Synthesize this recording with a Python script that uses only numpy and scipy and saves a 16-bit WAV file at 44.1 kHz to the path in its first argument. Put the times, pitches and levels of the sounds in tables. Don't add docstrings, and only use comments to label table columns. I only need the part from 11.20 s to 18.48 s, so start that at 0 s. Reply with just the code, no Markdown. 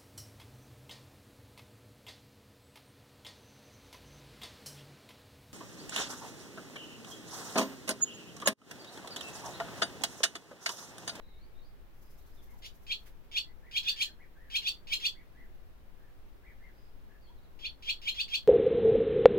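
import sys
import numpy as np
from scipy import signal
from scipy.fft import rfft, irfft, next_fast_len
from scipy.io import wavfile
from scipy.ndimage import map_coordinates

SR = 44100
rng = np.random.default_rng(int(sys.argv[2]) if len(sys.argv) > 2 else 0)


def output_pcm(signal):
    pcm = np.clip(np.atleast_2d(signal).T, -1, 1) * 32767
    wavfile.write(sys.argv[1], SR, np.round(pcm).astype(np.int16))


N = 320854
T = np.arange(N) / SR

# time of the top in seconds, top pitch in Hz, level in dB, rasp length in seconds,
# overtone level in dB.
SWALLOW_CALLS = [(1.464, 3950, -44, .043, 5), (1.729, 4445, -27.6, .063, -8.7),
                 (2.184, 4534, -25.4, .07, -3.6), (2.581, 4390, -25.2, .07, -3.6),
                 (2.698, 4695, -24.2, .068, -3.3), (2.829, 4370, -24.4, .067, 1.3),
                 (3.371, 4370, -25.2, .071, -2.8), (3.487, 4667, -25.2, .068, -2.3),
                 (3.742, 4290, -25.3, .072, .2), (3.867, 4597, -24.6, .069, -2.1),
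                 (6.466, 4507, -32, .076, -17), (6.707, 4473, -26.2, .084, -7),
                 (6.895, 4320, -25.8, .08, -5.5), (7.014, 4630, -26.8, .072, -7.3),
                 (7.157, 4500, -25, .076, -4.5)]
# frequency in Hz, relative density in dB.
HISS_SPECTRUM = [(600, -29), (1400, -17), (1900, -13), (2450, -6), (2850, 0), (3300, 0.5), (3900, -4.5),
                 (4950, -7), (5700, -14), (7000, -16.5), (8800, -29), (11500, -27.5), (15500, -25.5)]
SPRAY_SPECTRUM = [(1000, -23), (3000, -7.5), (5500, 5), (6600, 5), (7800, 5), (8900, -19.5), (10300, 1.5),
                  (11700, 5), (13200, -1), (15000, 4.5)]
# delay in seconds, level in dB, left lead in seconds.
BOARD_ECHOES = [(.0021, -11.5, -.0002), (.0053, -14.5, .0003), (0.0114, -16, -.0001), (0.02, -15.5, .0004),
                (.030, -14.5, .0002)]
# frequency in Hz, time to decay by 60 dB in seconds.
EAVES_T60 = [(1000, .15), (2400, .13), (3300, .168), (4600, .178), (7000, .145), (15000, .18)]
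RASP_DB, HURRY_DB, HURRY_GAP_S = -19.7, 2.7, .137

def swallow():
    calls, eaves = np.zeros(N), np.zeros((2, N + SR))
    hiss, spray = noise(HISS_SPECTRUM)[0], noise(SPRAY_SPECTRUM)[0]
    gaps_s = np.diff([row[0] for row in SWALLOW_CALLS], prepend=0)
    for (top_s, *shape), gap_s in zip(SWALLOW_CALLS, gaps_s):
        start = round((top_s - .1) * SR)
        span = slice(start, start + SR // 8)
        rasp_db = RASP_DB + HURRY_DB * (gap_s < HURRY_GAP_S)
        call = chirp(T[span] - top_s, hiss[span], spray[span], *shape, rasp_db)
        calls[span] += call
        ring = signal.fftconvolve(call[None], diffuse_tail(EAVES_T60, rise_s=.0047), axes=1)
        eaves[:, start:start + ring.shape[1]] += ring

    def paths(hz):
        echoes = sum(amp(db) * arrival(hz, delay_s, lead_s) for delay_s, db, lead_s in BOARD_ECHOES)
        return arrival(hz, delay_s=0, lead_s=.0004446) + echoes
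    return amp(-3) * filtered(calls, paths) + amp(-7.2) * eaves[:, :N]


OVERTONE_ORDERS = [(2, 0), (0, 2), (1, 1), (-1, 1), (-1, 2), (2, 1), (1, 2), (3, 1), (0, 3)]
OVERTONE_DB = [-21, -33, -18.5, -35.5, -18.5, -29.5, -30.5, -30.5, -29]
RASP_ATTACK_S, RASP_SHARP_SHARES = .0011, (.18, .04)
SCOOP_SHARE, SCOOP_S = .2, .004
CROAK_DB, CROAK_FADE_DB = -2, 8
HOARSE_BELOW_DB, HOARSE_RANGE_DB = -42, 2
OCTAVE_DB, BITE_DB = -15, 4.5

def chirp(t, hiss, spray, top_hz, db, rasp_s, overtone_db, rasp_db):
    low = syrinx_side(t, slack=.488, tight=.81, early_s=.0074, leap_s=.0048,
                      db=.4, tight_db=-.5, attack_s=.0052, hold_s=.0152, release_s=.0056)
    high = syrinx_side(t, slack=.68, tight=1.04, early_s=.0113, leap_s=.006,
                       db=-3.8, tight_db=3.2, attack_s=.011, hold_s=.021, release_s=.0078)
    pitches, efforts, tensions = np.stack([low, high], axis=1)
    age_s = np.maximum(t + rasp_s, 0)
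    onset = np.minimum(age_s / RASP_ATTACK_S, 1)
    efforts = efforts * onset
    flick = np.linalg.norm(efforts, axis=0)
    hoarse = 1 / (1 + np.exp((db - HOARSE_BELOW_DB) / HOARSE_RANGE_DB))
    rasp = (amp(rasp_db) + .6 * hoarse) * onset * np.clip((-t - .012) / .026, 0, 1)

    scoop = SCOOP_SHARE * np.exp(-age_s / SCOOP_S)
    sharp = np.outer(RASP_SHARP_SHARES, np.clip((-t - .025) / .02, 0, 1))
    slackness = rasp / (rasp + flick + 1e-9)
    wander = (.012 + .07 * slackness ** 2) * np.array([wobble(900, len(t)), wobble(900, len(t))])
    hz = top_hz * (1 - scoop + sharp) * pitches * (1 + wander)
    phases = 2 * np.pi * (np.cumsum(hz, axis=1) / SR + rng.random((2, 1)))

    octave = amp(OCTAVE_DB) * efforts[0] * (1 - tensions[0]) * np.cos(2 * phases[0])
    voices = (efforts * np.sin(phases)).sum(0) + octave
    joining = np.minimum(age_s / rasp_s, 1)
    low_croak = .55 * np.sin(phases[0]) + .3 * np.sin(2 * phases[0])
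    croak = amp(CROAK_DB - CROAK_FADE_DB * joining) * low_croak + 1.35 * joining * np.sin(phases[1])
    voiced = np.sqrt(1 - hoarse) * (voices + rasp * croak)
    overtones = amp(OVERTONE_DB) @ np.sin(np.array(OVERTONE_ORDERS) @ phases) + amp(-22) * spray
    bite = amp(overtone_db + BITE_DB * (tensions.mean(0) - .5))
    airflow = .58 * rasp + .66 * np.sqrt(hoarse + .038) * flick
    return amp(db) * (voiced + bite * flick * overtones + airflow * hiss)


def syrinx_side(t, slack, tight, early_s, leap_s, db, tight_db, attack_s, hold_s, release_s, sag_s=.04):
    tension = .5 + np.arctan((t + early_s) / leap_s) / np.pi
    after_s = np.maximum(t, 0)
    pitch_share = (slack + (tight - slack) * tension) / (1 + (after_s / sag_s) ** 2)
    envelope = np.exp(np.minimum(t + hold_s, 0) / attack_s - (after_s / release_s) ** 2)
    return pitch_share, amp(db + tight_db * tension) * envelope, tension


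# centre in seconds, half-width in seconds, level in dB.
WING_BRUSHES = [(1.871, 0.013, -60.5), (1.89, 0.022, -66), (2.05, 0.017, -73)]
# frequency in Hz, relative density in dB.
FEATHER_SPECTRUM = [(800, -10), (2000, 1), (5000, -8), (9000, -14), (12000, -8), (15500, -9)]

def wings():
    envelope = sum(amp(db) * np.exp(-((T - at_s) / width_s) ** 2) for at_s, width_s, db in WING_BRUSHES)
    return envelope * noise(FEATHER_SPECTRUM, channels=2)


# start in seconds, length in seconds, top pitch in Hz, level in dB.
ARCHED_CALLS = [(1.26, .09, 2130, -71), (2.25, .085, 2050, -72), (2.424, .095, 2000, -63),
                (2.662, .26, 1881, -62.5), (2.985, .075, 2120, -62), (3.149, .17, 1830, -63),
                (3.945, .085, 2100, -64), (4.14, .125, 2010, -63.5), (4.77, .15, 1780, -73),
                (5.23, .1, 2200, -61.5), (5.395, .115, 2150, -62.5), (5.885, .1, 1790, -67)]
# start in seconds, length in seconds, first pitch in Hz, last pitch in Hz, level in dB.
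WHISTLES_AND_BLIPS = [(0, .2, 3950, 3750, -72.5), (.05, .27, 2070, 2380, -79), (.18, .08, 4050, 4750, -73),
                      (.34, .08, 3720, 3780, -73), (.415, .065, 4200, 4900, -71.5),
                      (.81, .15, 4950, 5050, -80), (1.162, .056, 3850, 3200, -71),
                      (1.32, .05, 1150, 700, -67), (5.53, .17, 4850, 5100, -79),
                      (6.013, .075, 4700, 4200, -71.5), (6.06, .04, 3310, 3280, -71),
                      (6.085, .037, 880, 1060, -67.5)]
# start in seconds, end in seconds.
TWITTER_BOUTS = [(.98, 1.15), (6.15, 6.25)]
ARCH_FOOT_HZ = 1600
TWITTER_STEP_S, TWITTER_NOTE_S, TWITTER_DB, TWITTER_HZ, TWITTER_SPREAD = .06, .045, -78, 3800, .19

def far_birds_and_blips():
    notes = sum(glide(start_s, length_s, ARCH_FOOT_HZ, ARCH_FOOT_HZ, db, arch_hz=top_hz - ARCH_FOOT_HZ)
                for start_s, length_s, top_hz, db in ARCHED_CALLS)
    notes += sum(glide(*row) for row in WHISTLES_AND_BLIPS)
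    starts_s = np.concatenate([np.arange(*bout, TWITTER_STEP_S) for bout in TWITTER_BOUTS])
    for start_s, scatter in zip(starts_s, rng.standard_normal((len(starts_s), 3))):
        first_hz, last_hz = TWITTER_HZ * np.exp(TWITTER_SPREAD * scatter[:2])
        notes += glide(start_s + .012 * scatter[2], TWITTER_NOTE_S, first_hz, last_hz, TWITTER_DB)
    yard_tail = diffuse_tail([(1500, .2), (4000, .33), (7000, .3)], rise_s=.0026)
    yard = signal.fftconvolve(notes[None], yard_tail, axes=1)[:, :N]
    return amp(-3) * notes + amp(-.5) * yard


QUAVER_SHARE, ARCH_QUAVER_SHARE = .027, .14

def glide(start_s, length_s, first_hz, last_hz, db, arch_hz=0):
    note = np.zeros(N)
    on = (T >= start_s) & (T < start_s + length_s)
    progress = (T[on] - start_s) / length_s
    arch = np.abs(np.sin(np.pi * progress))
    depth_hz = QUAVER_SHARE * first_hz + ARCH_QUAVER_SHARE * arch_hz
    quaver_hz = depth_hz * wobble(330, SR)[:len(progress)]
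    hz = first_hz + (last_hz - first_hz) * progress + arch_hz * arch + quaver_hz
    note[on] = amp(db) * np.sqrt(2 * arch) * np.sin(2 * np.pi * np.cumsum(hz) / SR)
    return note


# frequency in Hz, relative density in dB.
STRIDULATION_SPECTRUM = [(3000, -16), (6000, -2), (9000, -10), (12500, 2), (15500, -3)]

def insect(start_s=.7, end_s=2.0, ramp_s=.12, stroke_hz=12.3, db=-69, fade_db_per_s=3):
    age_s = T - start_s
    gate = np.clip(np.minimum(age_s, end_s - T) / ramp_s, 0, 1)
    envelope = gate * amp(db - fade_db_per_s * age_s)
    phase = 2 * np.pi * (stroke_hz * T + .08 * wobble(5))
    strokes = amp(3.6 * np.sin(phase) + 2.6 * np.sin(2 * phase) + 1.2 * wobble(40))
    return envelope * unit_rms(strokes) * noise(STRIDULATION_SPECTRUM, channels=2)


# frequency in Hz, relative density in dB.
AIR_SPECTRUM = [(4, -13.5), (8, 12), (14, 8.5), (25, -6), (40, -1.5), (68, -8), (100, -14.5), (170, -18.5),
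                (310, -21.5), (360, -20.5), (600, -26), (1700, -32.5), (3700, -39.5), (8200, -50.5),
                (15600, -42.5)]
# frequency in Hz, left-right correlation.
AIR_CORRELATION = [(30, 0.06), (250, 0.31), (700, 0.33), (1500, 0), (15000, 0)]
# frequency in Hz, left minus right level in dB.
AIR_BALANCE = [(30, 3.5), (120, 3), (500, .8), (2000, 1), (13000, -1)]

def air(db=-50.1, swell_db=.35, swell_rate_hz=2.83):
    def mid_side_gains(hz):
        angle = np.arccos(np.clip(log_interp(AIR_CORRELATION, hz), -1, 1)) / 2
        return np.array([np.cos(angle), np.sin(angle)])
    rush = noise(AIR_SPECTRUM, channels=2) * amp(db + swell_db * wobble(swell_rate_hz))
    mid, side = filtered(rush, mid_side_gains)
    stereo = np.array([mid + side, mid - side])
    return filtered(stereo, lambda hz: amp(np.outer([.5, -.5], log_interp(AIR_BALANCE, hz))))


def arrival(hz, delay_s, lead_s):
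    return np.exp(-2j * np.pi * hz * (delay_s + np.array([[-lead_s], [lead_s]]) / 2))


def diffuse_tail(t60_points, rise_s):
    hz, t, bands = signal.stft(rng.standard_normal((2, SR // 2)), SR, nperseg=256)
    decay = amp(-60 * t / log_interp(t60_points, hz)[:, None])
    rise = 1 - np.exp(-t / rise_s)
    _, tail = signal.istft(bands * decay * rise, SR, nperseg=256)
    return tail / np.linalg.norm(tail, axis=1, keepdims=True)


def noise(spectrum, channels=1):
    white = rng.standard_normal((channels, N))
    return unit_rms(filtered(white, lambda hz: amp(log_interp(spectrum, hz))))


def wobble(rate_hz, size=N):
    knots = rng.standard_normal(size // 8 + 4)
    return map_coordinates(knots, [np.arange(size) * rate_hz / SR], mode="wrap")


def filtered(x, response):
    size = next_fast_len(N + SR // 4)
    hz = np.fft.rfftfreq(size, 1 / SR)
    return irfft(rfft(x, size) * response(hz), size)[..., :N]


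def log_interp(points, hz):
    points_hz, values = np.transpose(points)
    return np.interp(np.log(hz + 1), np.log(points_hz + 1), values)


def amp(db):
    return 10 ** (np.asarray(db) / 20)


def unit_rms(x):
    return x / np.sqrt(np.mean(x ** 2) + 1e-20)


def scene():
    return swallow() + wings() + insect() + air() + far_birds_and_blips()


def record(dry):
    cutoff_hz = 15800
    return filtered(dry, lambda hz: hz < cutoff_hz)


dry = scene()
out = record(dry)
output_pcm(out)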